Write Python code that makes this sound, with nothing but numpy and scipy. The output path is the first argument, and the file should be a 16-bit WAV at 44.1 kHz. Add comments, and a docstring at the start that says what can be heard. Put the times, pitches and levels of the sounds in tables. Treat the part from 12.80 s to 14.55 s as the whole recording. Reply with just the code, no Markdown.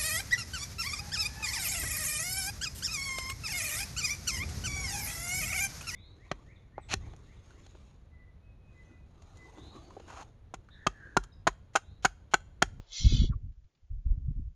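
"""Owl chick hissing in a stone nest chamber

A barn owl chick gives one harsh, rasping hiss, then a tiny squeak that falls in pitch.
The hiss is noise in narrow resonances of bird and chamber, which glide and dull as the beak closes.
Handling of the microphone adds two bouts of low, uneven rumble (noise in three bands) and dull bumps (pulses).
Short noise puffs make faint nest rustles; coloured noise makes the very quiet air, louder until the call ends."""
import sys
import numpy as np
from scipy import signal
from scipy.fft import rfft, irfft, next_fast_len
from scipy.io import wavfile
from scipy.ndimage import uniform_filter1d, map_coordinates

SR = 44100
rng = np.random.default_rng(int(sys.argv[2]) if len(sys.argv) > 2 else 0)


def log_audio(samples):
    """Write samples as a 16-bit WAV file to the path given in sys.argv[1]."""
    # one column per channel
    frames = np.atleast_2d(samples).T
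    # limit to full scale, then quantise
    limited = np.clip(frames, -1, 1)
    pcm = np.round(limited * 32767).astype(np.int16)
    wavfile.write(sys.argv[1], SR, pcm)


N = 77175  # 1.75 s


def amp(db):
    """Decibels to gain."""
    return 10 ** (np.asarray(db) / 20)


def unit(x):
    """Scale to rms 1."""
    return x / np.sqrt(np.mean(x ** 2) + 1e-20)


def curve(rows):
    """Second column of a table against its first (s), one value per sample; the ends are held."""
    times, values = np.transpose(rows)
    return np.interp(np.arange(N) / SR, times, values)


def faded_curve(rows, outside):
    """Like curve, but with the value outside before the first row and after the last."""
    times, values = np.transpose(rows)
    return np.interp(np.arange(N) / SR, times, values, left=outside, right=outside)


def wobble(rate):
    """A smooth random curve, rate knots a second."""
    knots = rng.standard_normal(N // 8)
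    return map_coordinates(knots, [np.arange(N) * rate / SR], mode="wrap")


def filtered(x, response):
    """x with its spectrum multiplied by a response of frequency in Hz."""
    padded = next_fast_len(N + 8192)
    hz = np.fft.rfftfreq(padded, 1 / SR)
    return irfft(rfft(x, padded) * response(hz), padded)[:N]


def noise(colour):
    """Noise of rms 1 with a (Hz, relative dB) colour, joined up along log frequency."""
    hz, db = np.transpose(colour)
    response = lambda f: amp(np.interp(np.log(f + 1), np.log(hz + 1), db))
    return unit(filtered(rng.standard_normal(N), response))


def smoothed(x, size):
    """Running mean over size samples, taken twice."""
    return uniform_filter1d(uniform_filter1d(x, size), size)


def steadied(x, size):
    """Noise with its chance swells over size samples evened out, to rms near 1."""
    power = smoothed(x ** 2, size)
    return x / np.sqrt(np.abs(power) + 1e-9)


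def rounded(db, size):
    """Gain of a level curve with its corners rounded over size samples."""
    return amp(smoothed(db, size))


def hiss():
    """Turbulent air through the closing beak, roughened by fast random changes of level."""
    # effort of the breath: time_s, level_db
    effort = [(0.04, -94), (0.07, -71), (0.112, -57), (0.132, -43.5), (0.186, -37), (0.274, -41),
              (0.338, -37.5), (0.456, -46.5), (0.486, -57), (0.53, -100)]
    # shape of the beak: time_s, closing (0 open, 1 half closed, 2 closing)
    beak = [(.24, 0.11), (.3, 0.8), (.365, 0.82), (.405, 2)]
    rasp_per_s, rasp_db, patchy_db = 550, 1.5, 2
    air = steadied(patchy(throat(curve(beak)), patchy_db), size=700)
    rasp = unit(amp(rasp_db * wobble(rasp_per_s)))
    return air * rasp * amp(faded_curve(effort, outside=-120))


def throat(beak):
    """Resonances that glide and change balance as the beak closes, over a broad rush of air."""
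    # bird and chamber: centre_hz, width_hz, glide_hz over the whole closing, then relative level
    # open_db, half_closed_db, closing_db (each before the square root of the width is applied)
    resonances = [(1170, 63, 36, -38, -26, -29), (1380, 75, 59.5, -31, -19, -21.5),
                  (1780, 62, -20, -25.5, -23.5, -26), (2155, 66, 32.5, -10, -16, -12.5),
                  (2555, 42, -1.5, -16.5, -6, -27), (2760, 42, 120.5, -13.5, -20.5, -5.5),
                  (3093, 67, 19.5, -7.5, -4, -5), (3287, 50, 28.5, -5.5, -12.5, 2.5),
                  (3416, 53, 50, -1, 3, 4), (3630, 15, 0.5, -0.5, -0.5, -14),
                  (3943, 62, -59, -0.5, -2, -2.5), (4190, 80, -5.5, -3.5, -7, -12),
                  (4470, 130, 3.5, -12.5, -14, -4.5), (4420, 25, -31, -3.5, -7, -11),
                  (4927, 41, -46.5, -2.5, -4, -12), (5290, 90, -5, -13, -17.5, -18.5),
                  (5442, 35, 70, -3.5, -11.5, -13.5), (5878, 70, -110, -2.5, -6.5, -7.5),
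                  (6336, 46, -1, -10, -9.5, -14.5), (6600, 75, -28, -10, -13.5, -21),
                  (6970, 39, 5, -8, -14, -9.5), (7203, 46, -61.5, -9.5, -16, -27.5)]
    # broad rush under the resonances: frequency_hz, relative_db
    rush = [(500, -39.5), (1000, -34), (1900, -32.5), (2750, -29), (3250, -3), (4300, 2), (5100, -3.5),
            (6200, -6.5), (7200, -19.5)]
    rush_db = -12  # relative to the resonances together
    wander_hz, wander_per_s = 32, 25  # unsteady pitch of each resonance
    swell_db, swell_per_s = 2.5, 36  # each resonance comes and goes
    ringing = np.zeros(N)
    for hz, width, glide, *dbs in resonances:
        centre = hz + glide * beak / 2 + wander_hz * wobble(wander_per_s)
        swell = swell_db * wobble(swell_per_s)
        gain = amp(np.interp(beak, range(3), dbs) + swell)
        ringing += resonance(centre, width) * np.sqrt(width) * gain
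    return unit(unit(ringing) + amp(rush_db) * noise(rush))


def resonance(hz, width):
    """Air in one resonance: a narrow band of noise whose centre follows the curve hz."""
    skirt = 2.1  # steepness of the flanks
    response = lambda f: (1 + ((f - hz[0]) / width) ** 2 / skirt) ** -skirt
    band = steadied(filtered(rng.standard_normal(N), response), size=1100)
    # the band starts at hz[0]; turning its analytic signal shifts it along the curve
    turn = 2 * np.pi * np.cumsum(hz - hz[0]) / SR
    return np.real(signal.hilbert(band) * np.exp(1j * turn))


def patchy(x, db):
    """Turbulence: the level swells at random in patches of time and frequency."""
    spectra = signal.stft(x, nperseg=512)[2]
    field = rng.standard_normal(spectra.shape)
    for axis in (0, 1):
        field = uniform_filter1d(field, size=3, axis=axis)
    return signal.istft(spectra * amp(db * unit(field)), nperseg=512)[1][:N]


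def squeak():
    """Short, overlapping tone blips with jittered pitch, stepping down as the hiss stops."""
    # blips: start_s, pitch_hz, gain_db, rise_scale_s (the peak comes 1.38 scales after the start)
    blips = [(0.495, 1810, -78, 0.013), (0.5187, 1366, -58, 0.0049), (0.529, 1151, -54, 0.0044)]
    jitter, jitter_per_s = 0.035, 900  # jitter as a fraction of the pitch
    octave_db = -32  # overtone relative to the fundamental
    out = np.zeros(N)
    for start, hz, db, rise in blips:
        u = np.maximum(np.arange(N) / SR - start, 0) / rise
        phase = 2 * np.pi * np.cumsum(hz * (1 + jitter * wobble(jitter_per_s))) / SR
        envelope = u ** 2 * np.exp(2 - 1.45 * u)
        tone = np.sin(phase) + amp(octave_db) * np.sin(2 * phase)
        out += amp(db) * envelope * tone
    return out


def rumble():
    """Handling pressure on the microphone: three low noise bands; the deep and upper bands each have their own
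    uneven level, and the middle band's level lies between theirs."""
    # deep band, before its trim: time_s, level_db
    deep_level = [(0, -35), (.015, -47), (.06, -69), (.12, -52.5), (.17, -77), (.215, -23.5), (.24, -49),
                  (.262, -26), (.296, -32.5), (.338, -19), (.374, -35.5), (.404, -35), (.45, -21),
                  (.48, -40.5), (.508, -20.5), (.53, -41), (.565, -34.5), (.598, -51), (.64, -40.5),
                  (.715, -40.5), (.75, -64.5), (.785, -45.5), (.815, -64.5), (.85, -47), (.9, -88),
                  (1.0, -81), (1.04, -52), (1.088, -70), (1.122, -33.5), (1.19, -36.5), (1.24, -54.5),
                  (1.275, -29.5), (1.32, -29.5), (1.355, -35.5), (1.38, -48.5), (1.43, -36.5),
                  (1.47, -34.5), (1.515, -31), (1.545, -46.5), (1.572, -29), (1.645, -40), (1.675, -34.5),
                  (1.715, -49.5), (1.75, -62)]
    # upper band, before its trim: time_s, level_db
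    upper_level = [(0, -79), (.17, -94), (.21, -58), (.262, -27), (.295, -52), (.33, -27), (.355, -37.5),
                   (.38, -35), (.405, -40), (.446, -31.5), (.476, -64.5), (.5, -49), (.53, -52),
                   (.565, -62), (.605, -67), (.645, -57.5), (.695, -57), (.745, -81), (.86, -83.5),
                   (.92, -89.5), (.97, -78), (1.09, -93.5), (1.12, -62.5), (1.16, -73.5), (1.245, -71.5),
                   (1.262, -42), (1.292, -67), (1.322, -49), (1.355, -64), (1.382, -56.5), (1.43, -66),
                   (1.488, -48), (1.512, -52.5), (1.54, -67.5), (1.568, -48.5), (1.598, -54.5),
                   (1.635, -57.5), (1.67, -79), (1.71, -66), (1.75, -89)]
    # colours of the three bands: frequency_hz, relative_db
    deep_colour = [(15, -15.5), (30, 2.5), (52, 0), (75, -5.5), (100, -15), (140, -27), (250, -62),
                   (600, -91.5)]
    middle_colour = [(50, -17.5), (85, -2.5), (120, 8.5), (170, -11.5), (240, -33.5), (500, -68)]
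    upper_colour = [(80, -13.5), (135, 2.5), (175, 6.5), (280, -4), (370, -26.5), (500, -28.5), (900, -45),
                    (2000, -69), (6000, -89.5)]
    deep_trim_db, middle_trim_db, upper_trim_db = -0.5, -4.5, -1
    middle_share = 0.42  # how far the middle follows the upper band rather than the deep one
    deep_db, upper_db = curve(deep_level), curve(upper_level)
    middle_db = deep_db + middle_share * (upper_db - deep_db)
    deep = steadied(noise(deep_colour), size=900) * rounded(deep_db + deep_trim_db, size=300)
    middle = steadied(noise(middle_colour), size=700) * rounded(middle_db + middle_trim_db, size=250)
    upper = steadied(noise(upper_colour), size=500) * rounded(upper_db + upper_trim_db, size=200)
    return deep + middle + upper


def bumps():
    """Each bump is one dull push on the microphone with its rebound, and a faint scuff."""
    # bumps: time_s, thud_peak_db, thud_half_length_s, scuff_gain_db
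    knocks = [(0.251, -13.5, 0.0029, -48.5), (.269, -9.5, 0.0041, -67), (0.326, -21, 0.0011, -53),
              (0.348, -17.5, 0.0025, -52), (.403, -14, 0.0043, -60.5), (.420, -18, 0.0015, -54.5),
              (.444, -25.5, 0.001, -59.5), (.500, -22, 0.002, -52.5), (.563, -23.5, 0.0034, -72.5),
              (0.644, -30, 0.0029, -83), (1.115, -27.5, 0.0044, -79), (1.269, -21, 0.0049, -58.5),
              (1.315, -19, 0.0057, -60), (1.38, -26.5, 0.0029, -70.5), (1.461, -26, 0.0052, -65),
              (1.489, -22.5, 0.0024, -70), (1.511, -30, 0.0016, -72.5), (1.597, -33.5, .0014, -68.5)]
    # colour of the scuffs: frequency_hz, relative_db
    scuff_colour = [(120, 11), (250, 0.5), (430, 0), (600, -12), (1000, -20), (2000, -28), (6000, -42)]
    t = np.arange(N) / SR
    thuds = np.zeros(N)
    for time, thud_db, half_length, _ in knocks:
        u = (t - time) / half_length
        thuds += amp(thud_db) * (u ** 2 - 1) * np.exp(-u ** 2 / 2)
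    scuff_events = [(time, scuff_db) for time, _, _, scuff_db in knocks]
    return thuds + scuffs(scuff_events, scuff_colour, decay_s=0.027)


def scuffs(events, colour, decay_s):
    """Puffs of noise, each with a quick rise and a short decay; events are (start s, gain dB)."""
    t = np.arange(N) / SR
    envelope = np.zeros(N)
    for start, db in events:
        u = np.maximum(t - start, 0) / decay_s
        envelope += amp(db) * 2 * np.sqrt(u) * np.exp(-u)
    return noise(colour) * envelope


def rustles():
    """Faint stirrings in the nest: very short puffs of bright noise."""
    # rustles: start_s, gain_db
    stirrings = [(.55, -78.5), (.72, -79), (0.841, -79), (.95, -74.5), (.972, -82)]
    # their colour: frequency_hz, relative_db
    rustle_colour = [(300, -10), (1000, 4), (3300, 8.5), (4800, 5.5), (7000, -6)]
    return scuffs(stirrings, rustle_colour, decay_s=0.0049)


def background():
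    """Faint steady air as coloured noise, with a second layer up to the end of the call."""
    # colour of the steady air: frequency_hz, relative_db
    air_colour = [(180, -32.5), (300, 1), (470, -5), (557, -4), (838, -9), (1950, -12), (3480, -13),
                  (3860, -15.5), (6990, -15), (9090, -42.5), (15400, -120)]
    # level of the second layer: time_s, level_db
    opening_level = [(0, -68.5), (.08, -71.5), (.25, -67), (.45, -77), (.53, -128.5)]
    # colour of the second layer: frequency_hz, relative_db
    opening_colour = [(180, -60.5), (300, -10.5), (482, -4), (1240, -11), (1920, -15.5), (2080, -16),
                      (3480, -12.5), (6990, -21.5), (9090, -53), (15400, -120)]
    steady = amp(-83.5) * noise(air_colour)
    opening = amp(faded_curve(opening_level, outside=-130)) * noise(opening_colour)
    return steady + opening


def scene():
    """Everything at the one microphone."""
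    mono = hiss() + squeak() + rumble() + bumps() + rustles() + background()
    return mono[None]


def record(dry):
    """The recorder keeps nothing above its band limit."""
    top_hz, slope_hz = 7330, 120  # middle and width of the cutoff
    response = lambda f: np.clip((top_hz - f) / slope_hz + 0.5, 0, 1)
    return np.array([filtered(x, response) for x in dry])


dry = scene()
out = record(dry)
log_audio(out)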